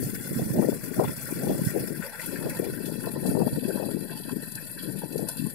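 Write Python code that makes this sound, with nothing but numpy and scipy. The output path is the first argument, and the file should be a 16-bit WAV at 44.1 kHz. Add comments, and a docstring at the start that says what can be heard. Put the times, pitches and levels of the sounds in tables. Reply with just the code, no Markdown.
"""A gurgling rush of water gushes from a pump's outlet pipe and spatters on the ground in an open field.
Bubbles ring, drops tick and lumps of water slap down. The microphones stand close to a metal control
cabinet, whose hollows colour the rush and whose electronics whine faintly.
Gusts of wind rumble and thump on the two microphone openings (ports), the left one harder."""
import sys
import numpy as np
from scipy import signal
from scipy.fft import rfft, irfft
from scipy.io import wavfile
from scipy.ndimage import uniform_filter1d, map_coordinates

SR = 44100
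rng = np.random.default_rng(int(sys.argv[2]) if len(sys.argv) > 2 else 0)


def digitize_waveform(pressure):
    """Quantize a signal to 16-bit integers and store it at the path in sys.argv[1].

    Rows of a 2-D input are taken as channels; values are limited to [-1, 1].
    """
    field = np.atleast_2d(pressure).T
    bounded = np.clip(field, -1, 1)
    quanta = np.round(bounded * 32767).astype(np.int16)
    wavfile.write(sys.argv[1], SR, quanta)


N = 244314
TIME = np.arange(N) / SR
FREQ = np.fft.rfftfreq(N, 1 / SR) + 1e-3

# the slowly changing strength of the stream: t/s, relative gurgle level/dB, relative spray level/dB
FLOW = [(0, 6, 5.5), (0.75, 6.5, 2), (1.1, 7.5, 3.5), (1.85, 8.5, 4.5), (2.14, 8.5, -0.5), (2.55, 10.5, 2),
        (2.95, 7, 2.5), (3.75, 9, 5), (4.0, 6, 1.5), (4.8, 3, 4), (5.07, 2.5, 0), (5.35, 5.5, 5.5),
        (5.54, 3.5, 2)]
# lumps of water slapping down: t/s, level over the spray/dB, decay/s
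SLAPS = [(0.035, 6.5, 0.0073), (0.33, 0, 0.061), (1.648, 7.5, 0.022), (2.195, 6, .005), (2.205, 5, 0.096),
         (2.494, 8.5, 0.009), (2.642, 6.5, 0.0054), (2.857, 7, 0.011), (3.261, 6.5, 0.039),
         (4.234, -2, 0.0038), (4.519, 9, 0.0036), (4.553, 13, 0.0025), (5.124, 6.5, 0.0045),
         (5.178, 9, 0.0081), (5.286, 15.5, 0.0049), (5.381, 4, 0.0065)]
# the largest pockets of air the stream gulps: t/s, level over the gurgle/dB, f/Hz, decay/s
AIR_POCKETS = [(0.148, 13.5, 1980, 0.0095), (0.934, 12, 1670, 0.0062), (1.046, 13, 2700, 0.011),
               (1.08, 16.5, 2950, 0.0094), (1.078, 21, 890, .009), (1.262, 12.5, 1650, 0.01),
               (1.288, 15, 860, .008), (1.484, 12, 3220, 0.0086), (1.673, 8.5, 1900, 0.085),
               (2.018, 15, 1200, .012), (2.023, 12, 2270, 0.013), (2.08, 7, 2000, 0.038),
               (2.142, 11, 1650, 0.0078), (2.194, 20.5, 2010, 0.0054), (2.215, 16.5, 3200, 0.017),
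               (2.222, 13.5, 970, .012), (2.355, 16, 1685, 0.0094), (2.495, 14.5, 1890, 0.013),
               (2.457, 14, 905, .009), (2.527, 11, 960, .012), (2.587, 13.5, 1800, 0.0059),
               (2.643, 15.5, 2900, 0.0082), (2.852, 11.5, 3160, 0.014), (3.039, 18, 1770, 0.0036),
               (3.038, 19, 1070, .008), (3.07, 19, 917, .011), (3.158, 15, 895, 0.019),
               (3.55, 8, 3470, 0.0033), (3.59, 12, 2810, 0.0048), (3.702, 9, 1680, 0.0081),
               (3.771, 18, 955, .008), (4.094, 12.5, 1660, 0.02), (4.106, 11, 3160, 0.03),
               (4.176, 11.5, 3260, 0.0098), (4.233, 15.5, 3140, 0.0075), (4.288, 21, 923, 0.011),
               (4.285, 14, 1850, 0.01), (4.425, 13, 1630, 0.011), (4.574, 22, 1905, 0.0094),
               (4.772, 17, 1600, 0.034), (4.786, 16.5, 3250, 0.013), (4.835, 11, 3260, 0.017),
               (4.976, 8, 2830, 0.025), (5.017, 18, 836, 0.022), (5.287, 20, 800, .011),
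               (5.378, 14, 3260, 0.017), (5.457, 18, 863, .008)]


def gain_of(db):
    """Turns decibels into a factor on the amplitude."""
    return 10 ** (np.asarray(db) / 20)


def evened(x):
    """Scales a signal to an average power of 1."""
    return x / np.sqrt(np.mean(x ** 2) + 1e-20)


def curves(rows):
    """Joins the points in each column of a table by straight lines in time."""
    times, *columns = np.transpose(rows)
    return [np.interp(TIME, times, column) for column in columns]


def shaped(x, gain):
    """Filters a signal with one gain for each frequency."""
    return irfft(rfft(x) * gain, N)


def noise(spectrum):
    """Noise of power 1 with the given spectrum."""
    return evened(shaped(rng.standard_normal(N), spectrum))


def wobble(rate_hz):
    """A smooth random wiggle, up to about the given rate."""
    return noise(1 / (1 + (FREQ / rate_hz) ** 2))


def bell(offset, width):
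    """A bell-shaped hump, 1 high where the offset is 0."""
    return np.exp(-.5 * (offset / width) ** 2)


def bands(centres):
    """Overlapping band filters whose powers add up to 1."""
    return [np.sqrt(np.interp(np.log(FREQ), np.log(centres), row)) for row in np.eye(len(centres))]


def hits(per_s, spread_db):
    """Clicks of random size at random moments."""
    return (rng.random(N) < per_s / SR) * gain_of(spread_db * np.clip(rng.standard_normal(N), -2, 2))


def burst(start, db, decay_s, rise_s):
    """Power of one splash: a quick rise, then a fade."""
    age = np.maximum(TIME - start, 0)
    return gain_of(db) ** 2 * (1 - np.exp(-age / rise_s)) * np.exp(-age / decay_s)


def water(steady_share=0.099, gurgle_top_hz=3400):
    """The rush: spurts make all noise bands swell together, while drops crackle in each band alone."""
    gurgle_db, spray_db = curves(FLOW)
    slosh = wobble(rate_hz=19.0)  # the stream sloshes unevenly
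    gurgle_db, spray_db = gurgle_db + 1.5 * slosh, spray_db + 0.6 * slosh
    spurts, slap_power = splashes(per_s=95, decay_s=0.0053), slaps()
    gulp_power, gulp_hz = gulps()
    hiss_power, hiss_hz = sheets()
    centres, ports = np.geomspace(500, 14000, 12), np.zeros((2, N))
    for hz, band in zip(centres, bands(centres)):
        fine = 1 / (1 + (gurgle_top_hz / hz) ** 4)  # 0 for gurgling bubbles, 1 for fine spray
        drops = splashes(per_s=150, decay_s=0.006)
        together = 0.43 * (0.89 + 0.086 * fine)
        crackle = together * spurts + (1 - together) * drops
        power = steady_share + (1 - steady_share) * crackle + fine * slap_power
        power += bell(np.log2(hz / gulp_hz), 0.27) @ gulp_power
        power += bell(np.log2(hz / hiss_hz), 0.5) @ hiss_power
        left, other = shaped(rng.standard_normal((2, N)), band)
        alike = 0.65 * (1 - fine)  # the long waves of the gurgle reach both ports alike
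        right = alike * left + np.sqrt(1 - alike ** 2) * other
        flow = gain_of(fine * spray_db + (1 - fine) * gurgle_db)
        ports += np.array([left, right]) * np.sqrt(np.maximum(power, 0)) * flow
    return ports + bubbles() * gain_of(gurgle_db / 2 - 12) + droplets() * gain_of(spray_db - 13) + plops()


def splashes(per_s, decay_s, spread_db=4.5, rise_s=0.002):
    """Power of many random splashes, each rising quickly and dying away; about 1 on average."""
    turn = 2j * np.pi * FREQ
    rise_and_fade = 1 / ((1 + turn * decay_s) * (1 + turn * rise_s))
    power = np.maximum(shaped(hits(per_s, spread_db) ** 2, rise_and_fade), 0)
    # keeps the random splashing about equally loud over each seventh of a second
    return power / (uniform_filter1d(power, size=SR // 7, mode="wrap") + 1e-12)


def bubble_ring(hz, cycles, glide, samples):
    """One trapped bubble rings for a few cycles and rises in pitch as it nears the surface."""
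    t = np.arange(samples) / SR
    age = t * hz / cycles
    return np.sin(2 * np.pi * hz * t * (1 + glide * age / 2)) * np.exp(-age) * (1 - np.exp(-t * hz))


def bubbles(per_s=130):
    """Bubbles of many sizes ring at random moments."""
    pitches_hz, out = np.geomspace(600, 3500, 24), np.zeros(N)
    for hz in pitches_hz:
        births = hits(per_s / len(pitches_hz), spread_db=4)
        out += signal.oaconvolve(births, bubble_ring(hz, cycles=9, glide=0.06, samples=3000))[:N]
    return evened(out)


def droplets(above_hz=6000):
    """Single fine drops tick through the spray."""
    return evened(shaped(hits(per_s=260, spread_db=4), 1 / (1 + (above_hz / FREQ) ** 4)))


def cabinet(ports):
    """The cabinet's hollows favour some pitches of the water, different ones at each port."""
    # resonances at each port: f/Hz, width/Hz, level at the first place/dB, level at the second place/dB
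    left_peaks = [(550, 162, -8, -8.5), (922, 110, -21.5, -17.5), (1087, 64, -32, -25), (1398, 97, -9, -16),
                  (1517, 196, -9, -13.5), (1823, 118, -8, -10.5), (1984, 147, -10, -34),
                  (2144, 96, -11.5, -34), (2360, 160, -14, -23), (2621, 82, -15, -9.0),
                  (2700, 310, -18, -34), (3370, 140, -44.0, -19.5), (3493, 144, -13, -22.5),
                  (3800, 110, -44.0, -26), (4170, 36, -17.5, -44.0), (4300, 120, -15, -27),
                  (4960, 81, -22, -32.0), (4840, 70, -28.0, -44.0), (5060, 94, -18, -12),
                  (5170, 156, -7, -31), (5270, 280, -19.0, -42), (5745, 64, -10, -14),
                  (6020, 86, -7, -28.5), (6550, 260, -35, -35), (6600, 130, -10, -22.5),
                  (7100, 73, -8, -44.0), (7260, 138, -7.0, -7), (7650, 230, -8, -41.5),
                  (8090, 224, -4.5, -9.5), (8640, 240, -6.5, -6.5), (9210, 520, -6.5, -10),
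                  (9610, 340, -10.5, -44.0), (9926, 390, -7.5, -2.0), (10000, 150, -10, -7),
                  (10460, 250, -20.5, -18), (11390, 240, -2.5, -3.5), (11880, 214, 2, 0),
                  (12400, 210, -9.0, -20), (12790, 270, -3.5, -4.5), (13300, 150, -7, -14.5),
                  (14310, 540, -14, -26), (14670, 260, -5, -21.0), (15390, 410, -6.5, -35)]
    right_peaks = [(497, 84, -4.5, -9), (874, 137, -17.5, -14.5), (1020, 47, -14.5, -13),
                   (1160, 110, -15, -27.5), (1573, 116, -11.5, -12), (1950, 130, -29, -45),
                   (2290, 84, -31, -23.5), (2470, 71, -33, -28.5), (2690, 56, -24, -33.5),
                   (3020, 140, -28, -23.5), (3318, 82, -16, -13.5), (3600, 280, -41, -23.5),
                   (4060, 148, -12.5, -7.5), (4505, 184, -14.5, -9), (4730, 187, -10, -7.5),
                   (4990, 160, -16.5, -20), (5380, 120, -16, -22), (5230, 120, -30.0, -24),
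                   (5920, 240, -23, -25), (6540, 340, -34, -29), (7500, 340, -30, -29),
                   (8100, 640, -29.5, -32), (8800, 390, -31, -29), (8900, 150, -17, -25),
                   (10030, 240, -2, -11.5), (10280, 280, -4.5, -3.5), (10660, 330, -3.5, -9.5),
                   (11300, 410, -29, -28), (12510, 500, -44.0, -38)]
    return np.array([gain_of(-29) * colour(ports[0], left_peaks, floor_db=-47),
                     gain_of(-30.5) * colour(ports[1], right_peaks, floor_db=-43)])


def colour(x, peaks, floor_db):
    """Peaks and dips in the tone change height as the microphones move from one place to another."""
    # the microphones drift along the cabinet: t/s, share of the way to the second place
    drift = [(1.2, 0.064), (3.6, 1)]
    # dips where the cabinet's echo cancels the direct rush:
    # f/Hz, width/Hz, gain at the first place/dB, gain at the second place/dB
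    dips = [(2860, 260, -1, 2), (3850, 180, -25, -8), (5560, 190, -14, -5), (6250, 200, -9, -5)]

    def hump(hz, width):
        return np.exp(-np.log(2) * np.minimum((2 * (FREQ - hz) / width) ** 2, 20))

    way, heard = curves(drift)[0], 0
    for place, share in enumerate([1 - way, way]):
        power = sum(hump(hz, width) * gain_of(db[place]) ** 2 for hz, width, *db in peaks)
        dip_db = sum(hump(hz, width) * db[place] for hz, width, *db in dips)
        heard += share * shaped(x, np.sqrt(gain_of(floor_db) ** 2 + power) * gain_of(dip_db))
    return heard


def warble(ports, sway_s=0.000451, patch_db=4.0, patch_hz=110, patch_s=0.034, fades_hz=9000):
    """The water's sound sways slightly in pitch, with a faint random warble in narrow bands."""
    read_at = (TIME + sway_s * wobble(rate_hz=1.146)) * SR
    swayed = np.array([map_coordinates(port, [read_at], order=5, mode="mirror") for port in ports])
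    hz, t, spectra = signal.stft(swayed, SR, nperseg=512, noverlap=384)
    # blur random numbers across pitch and along time into soft patches
    across, along = np.fft.fftfreq(len(hz), hz[1])[:, None], np.fft.fftfreq(len(t), t[1])
    blur = np.exp(-(across * patch_hz) ** 2 - (2 * along * patch_s) ** 2)
    patches = evened(np.fft.ifft2(np.fft.fft2(rng.standard_normal(spectra.shape[1:])) * blur).real)
    gain = gain_of(patch_db * np.minimum(patches, 2) / (1 + (hz[:, None] / fades_hz) ** 2))
    gain /= np.sqrt(np.mean(gain ** 2, axis=1, keepdims=True))
    return signal.istft(spectra * gain, SR, nperseg=512, noverlap=384)[1][:, :N]


def airflow(port):
    """Gusts swell and fade on top of the breeze; gives their force in dB and a factor on their pitch."""
    # the breeze with its lulls: t/s, left level/dB, right level/dB
    breeze = [(0, -34, -47), (0.78, -42, -42), (0.9, -30, -52), (1.19, -40.5, -43.5), (1.36, -37, -42),
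              (1.95, -31, -48.5), (2.15, -51.5, -55.5), (2.31, -30.5, -50), (2.55, -37.5, -40),
              (2.88, -30.5, -54), (3.15, -34, -44), (3.7, -31, -46.5), (4.03, -31.5, -50),
              (4.2, -39.5, -51), (4.73, -42.5, -51.5), (4.91, -31, -57), (5.3, -44, -50),
              (5.54, -39.5, -62)]
    # gusts: peak t/s, half length/s, left level/dB, right level/dB, factor on how high the pitch reaches
    gusts = [(0.037, 0.037, -29, -32.5, 0.66), (0.414, 0.064, -35, -31.5, 1.28),
             (0.556, 0.026, -45, -25.5, 0.93), (0.656, 0.053, -26, -38, 1.14),
             (1.02, 0.02, -24.5, -41, 1.8), (1.084, 0.017, -33, -26.5, 0.89),
             (1.5, 0.05, -26.5, -31.5, 1.07), (1.661, 0.018, -53, -25, 0.83),
             (1.805, 0.019, -34, -33, 1.13), (2.454, 0.02, -28.5, -40, 1.44), (2.67, 0.015, -33, -53, 1.6),
             (3.279, 0.036, -26, -45, 1.1), (3.404, 0.04, -22.5, -35.5, 1.05),
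             (3.55, 0.011, -82, -26.5, 0.8), (3.826, 0.05, -30, -53, 1.56), (4.353, 0.057, -37, -64, 0.92),
             (5.198, 0.042, -28.5, -47, 0.94), (5.425, 0.026, -26.5, -66, 0.38)]
    power = gain_of(curves(breeze)[port]) ** 2
    reach = 0.9 * power
    for peak_s, half_s, *db, factor in gusts:
        gust = gain_of(db[port]) ** 2 * bell(TIME - peak_s, half_s)
        power += gust
        reach += factor * gust
    return 10 * np.log10(power), reach / power


def wind(port, corner_hz, slope, brighten, flutter_db, gain_db, low_cut_hz, rumble_db, body_hz):
    """Air swirls at one port: the harder it blows, the smaller the swirls and the higher they sound."""
    flutter = noise(1 / (1 + (FREQ / 36) ** 2) / (1 + (9 / FREQ) ** 4))  # tens of swirls a second
    force_db, pitch_factor = airflow(port)
    force_db += flutter_db * np.clip(flutter, -2, 2)
    reach_hz = corner_hz * pitch_factor * gain_of(brighten * (force_db + 20))
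    # the microphone passes little of the deepest rumble
    low_cut = 1 / np.sqrt(1 + (low_cut_hz / FREQ) ** 14) + gain_of(rumble_db) / (1 + (35 / FREQ) ** 4)
    centres, sound, power = np.geomspace(60, 4000, 13), 0, 0
    for hz, band in zip(centres, bands(centres)):
        spectrum = band * low_cut / (1 + (FREQ / 2500) ** 4)
        treble_loss = np.sqrt((1 + (hz / body_hz) ** 2) * (1 + (hz / reach_hz) ** slope))
        size = np.linalg.norm(spectrum) / treble_loss
        sound += size * noise(spectrum)
        power += size ** 2
    return gain_of(force_db + gain_db) * sound / np.sqrt(power)


def whine(waver_hz=3, flicker_db=2):
    """The electronics that drive the pump give off thin, slightly wavering tones."""
    # tones of the pump drive: f/Hz, left level/dB, right level/dB
    tones = [(1797, -54.5, -84), (1960, -62, -73.5)]
    out = np.zeros((2, N))
    for hz, left_db, right_db in tones:
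        turns = np.cumsum(hz + waver_hz * wobble(rate_hz=5.55)) / SR
        flicker = gain_of(flicker_db * wobble(rate_hz=9.6))
        out += gain_of([[left_db], [right_db]]) * flicker * np.sin(2 * np.pi * turns)
    return out


def slaps():
    """Power of the lumps of water slapping down, relative to the spray."""
    return sum(burst(*row, rise_s=0.00028) for row in SLAPS)


def spatter(gain_db=-52, centre_hz=7000, octaves=0.61, brief_s=0.027):
    """The briefest, hardest slaps also throw a broad, bright spatter that the cabinet does not colour."""
    spectrum = bell(np.log2(FREQ / centre_hz), octaves)
    power = sum(burst(start, db, decay_s, rise_s=0.00083) / (1 + (decay_s / brief_s) ** 2)
                for start, db, decay_s in SLAPS)
    return gain_of(gain_db) * np.sqrt(power) * np.array([noise(spectrum), noise(spectrum)])


def gulps(small_count=6, small_db=7, low_hz=880, high_hz=3500, small_decay_s=0.003):
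    """Power and pitch of each gulp of air: the large ones, and smaller ones at random."""
    small = [(when * N / SR, small_db, low_hz * (high_hz / low_hz) ** pitch, small_decay_s)
             for when, pitch in rng.random((small_count, 2))]
    rows = AIR_POCKETS + small
    powers = [burst(start, db, decay_s, rise_s=0.0017) for start, db, _, decay_s in rows]
    return np.array(powers), np.array(rows)[:, 2]


def plops(count=5, octaves=0.225, db_per_octave=2):
    """Each large gulp breaks into a few bubbles that ring at their own pitch and chirp upwards."""
    out, gurgle_db = np.zeros((2, N)), curves(FLOW)[0]
    for start, db, centre_hz, decay_s in AIR_POCKETS:
        flow_db = np.interp(start, TIME, gurgle_db) / 2
        size = gain_of(db - 15 + flow_db + db_per_octave * np.log2(centre_hz / 2000))
        for k, (pitch, side) in enumerate(rng.uniform(-0.96, 1, (count, 2))):
            ring = bubble_ring(centre_hz * 2 ** (octaves * pitch), cycles=10, glide=0.032, samples=4000)
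            left_right = gain_of([[2 * side], [1 - 2 * side]])
            first = round((start + 2 * decay_s * k / count) * SR)
            part = out[:, first:first + len(ring)]
            part += size * np.exp(-k / count) * left_right * ring[:part.shape[1]]
    return out


def wind_thumps(octaves=0.48, low_cut_hz=115, top_ratio=2.2, samples=4096):
    """A strong swirl of air hits one port with a low thump of a few uneven cycles."""
    # the strongest swirls: t/s, level/dB, centre f/Hz, half length/s, port (0 left, 1 right)
    swirls = [(0.366, -20, 172, 0.0032, 1), (0.396, -24.5, 426, 0.0048, 0), (0.563, -25, 407, 0.017, 0),
              (0.58, -18.5, 199, 0.0026, 1), (0.592, -23.5, 500, 0.0094, 0), (0.6, -11.5, 227, 0.0053, 0),
              (0.652, -17.5, 386, 0.004, 0), (0.673, -31, 490, 0.0047, 0), (0.691, -12.5, 350, 0.0038, 0),
              (0.991, -17, 147, 0.006, 1), (0.987, -20.5, 256, .005, 0), (0.998, -12, 445, 0.0033, 0),
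              (0.999, -23, 870, 0.0035, 0), (1.015, -17, 430, 0.0065, 0), (1.054, -47, 457, 0.0051, 0),
              (1.327, -20.5, 300, 0.0026, 0), (1.43, -29.5, 438, 0.018, 0), (1.502, -22.5, 497, 0.0062, 0),
              (1.621, -18.5, 209, 0.0064, 0), (1.674, -17, 177, 0.0034, 1), (1.765, -19, 410, 0.012, 0),
              (2.299, -29, 282, 0.007, 0), (2.467, -23.5, 433, 0.007, 0), (2.599, -16.5, 378, 0.0033, 0),
              (2.633, -28, 435, 0.01, 0), (2.684, -25.5, 260, 0.014, 0), (3.075, -24.5, 427, 0.0046, 0),
              (3.166, -25, 358, 0.0046, 0), (3.297, -16.5, 182, 0.0047, 1), (3.309, -22, 215, 0.003, 0),
              (3.391, -18, 330, 0.0042, 0), (3.374, -32, 513, 0.0039, 0), (3.411, -17, 354, 0.0055, 0),
              (3.47, -18, 278, 0.0039, 0), (3.479, -26, 610, 0.0033, 0), (3.585, -22.5, 312, 0.0038, 0),
              (3.658, -20, 244, 0.0056, 0), (3.701, -24.5, 430, 0.0091, 0), (3.802, -22, 500, 0.0036, 0),
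              (3.947, -22.5, 270, 0.0095, 0), (4.329, -22, 253, 0.0039, 0), (4.366, -21, 246, 0.0044, 0),
              (4.841, -34, 272, 0.0047, 0), (5.038, -26, 404, 0.0031, 0), (5.157, -20.5, 362, 0.0036, 0),
              (5.196, -22.5, 420, 0.0034, 0), (5.4, -20.5, 180, 0.0036, 0), (5.472, -25.5, 290, 0.0057, 0)]
    out = np.zeros((2, N))
    t, f = (np.arange(samples) - samples // 2) / SR, np.fft.rfftfreq(samples, 1 / SR) + 1
    for peak_s, db, hz, half_s, port in swirls:
        swell = bell(t, half_s)
        spectrum = bell(np.log2(f / hz), octaves)
        spectrum /= (1 + (low_cut_hz / f) ** 6) * (1 + (f / hz / top_ratio) ** 10)
        thump = swell * irfft(rfft(rng.standard_normal(samples)) * spectrum)
        thump *= gain_of(db) * np.linalg.norm(swell) / np.linalg.norm(thump)
        out[round(port)] += np.interp(TIME, peak_s + t, thump)
    return out


def sheets():
    """Power and pitch of the short hisses as small sheets of water break up."""
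    # breaking sheets: t/s, level over the spray/dB, centre f/Hz
    breakups = [(0.7, 8.5, 5160), (1.085, 5, 5030), (1.308, 9, 9000), (2.26, 15.5, 12000),
                (2.589, 10.5, 10000), (3.91, 9, 4460), (4.174, 9, 6000), (4.366, 1, 10000),
                (4.639, 9, 4500), (4.712, 9, 11000), (4.986, 12, 8000), (5.16, 9, 11000), (5.465, 7, 11000)]
    powers = [burst(start, db, decay_s=0.0058, rise_s=0.00036) for start, db, _ in breakups]
    return np.array(powers), np.array(breakups)[:, 2]


def scene():
    """Water, whine and wind; both ports meet the same gusts, each with its own swirls."""
    left = wind(port=0, corner_hz=655, slope=9.1, brighten=0.34, flutter_db=3.0, gain_db=0.47,
                low_cut_hz=136, rumble_db=-36, body_hz=263)
    right = wind(port=1, corner_hz=264, slope=7.9, brighten=0.21, flutter_db=4.0, gain_db=2.5,
                 low_cut_hz=120, rumble_db=-43, body_hz=259)
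    return warble(cabinet(water())) + spatter() + whine() + np.array([left, right]) + wind_thumps()


def record(dry):
    """Cuts off the very highest treble."""
    top_hz = 15750
    low_pass = signal.firwin(511, top_hz, window=("kaiser", 9), fs=SR)
    return signal.oaconvolve(dry, low_pass[None], "same")


dry = scene()
out = record(dry)
digitize_waveform(out)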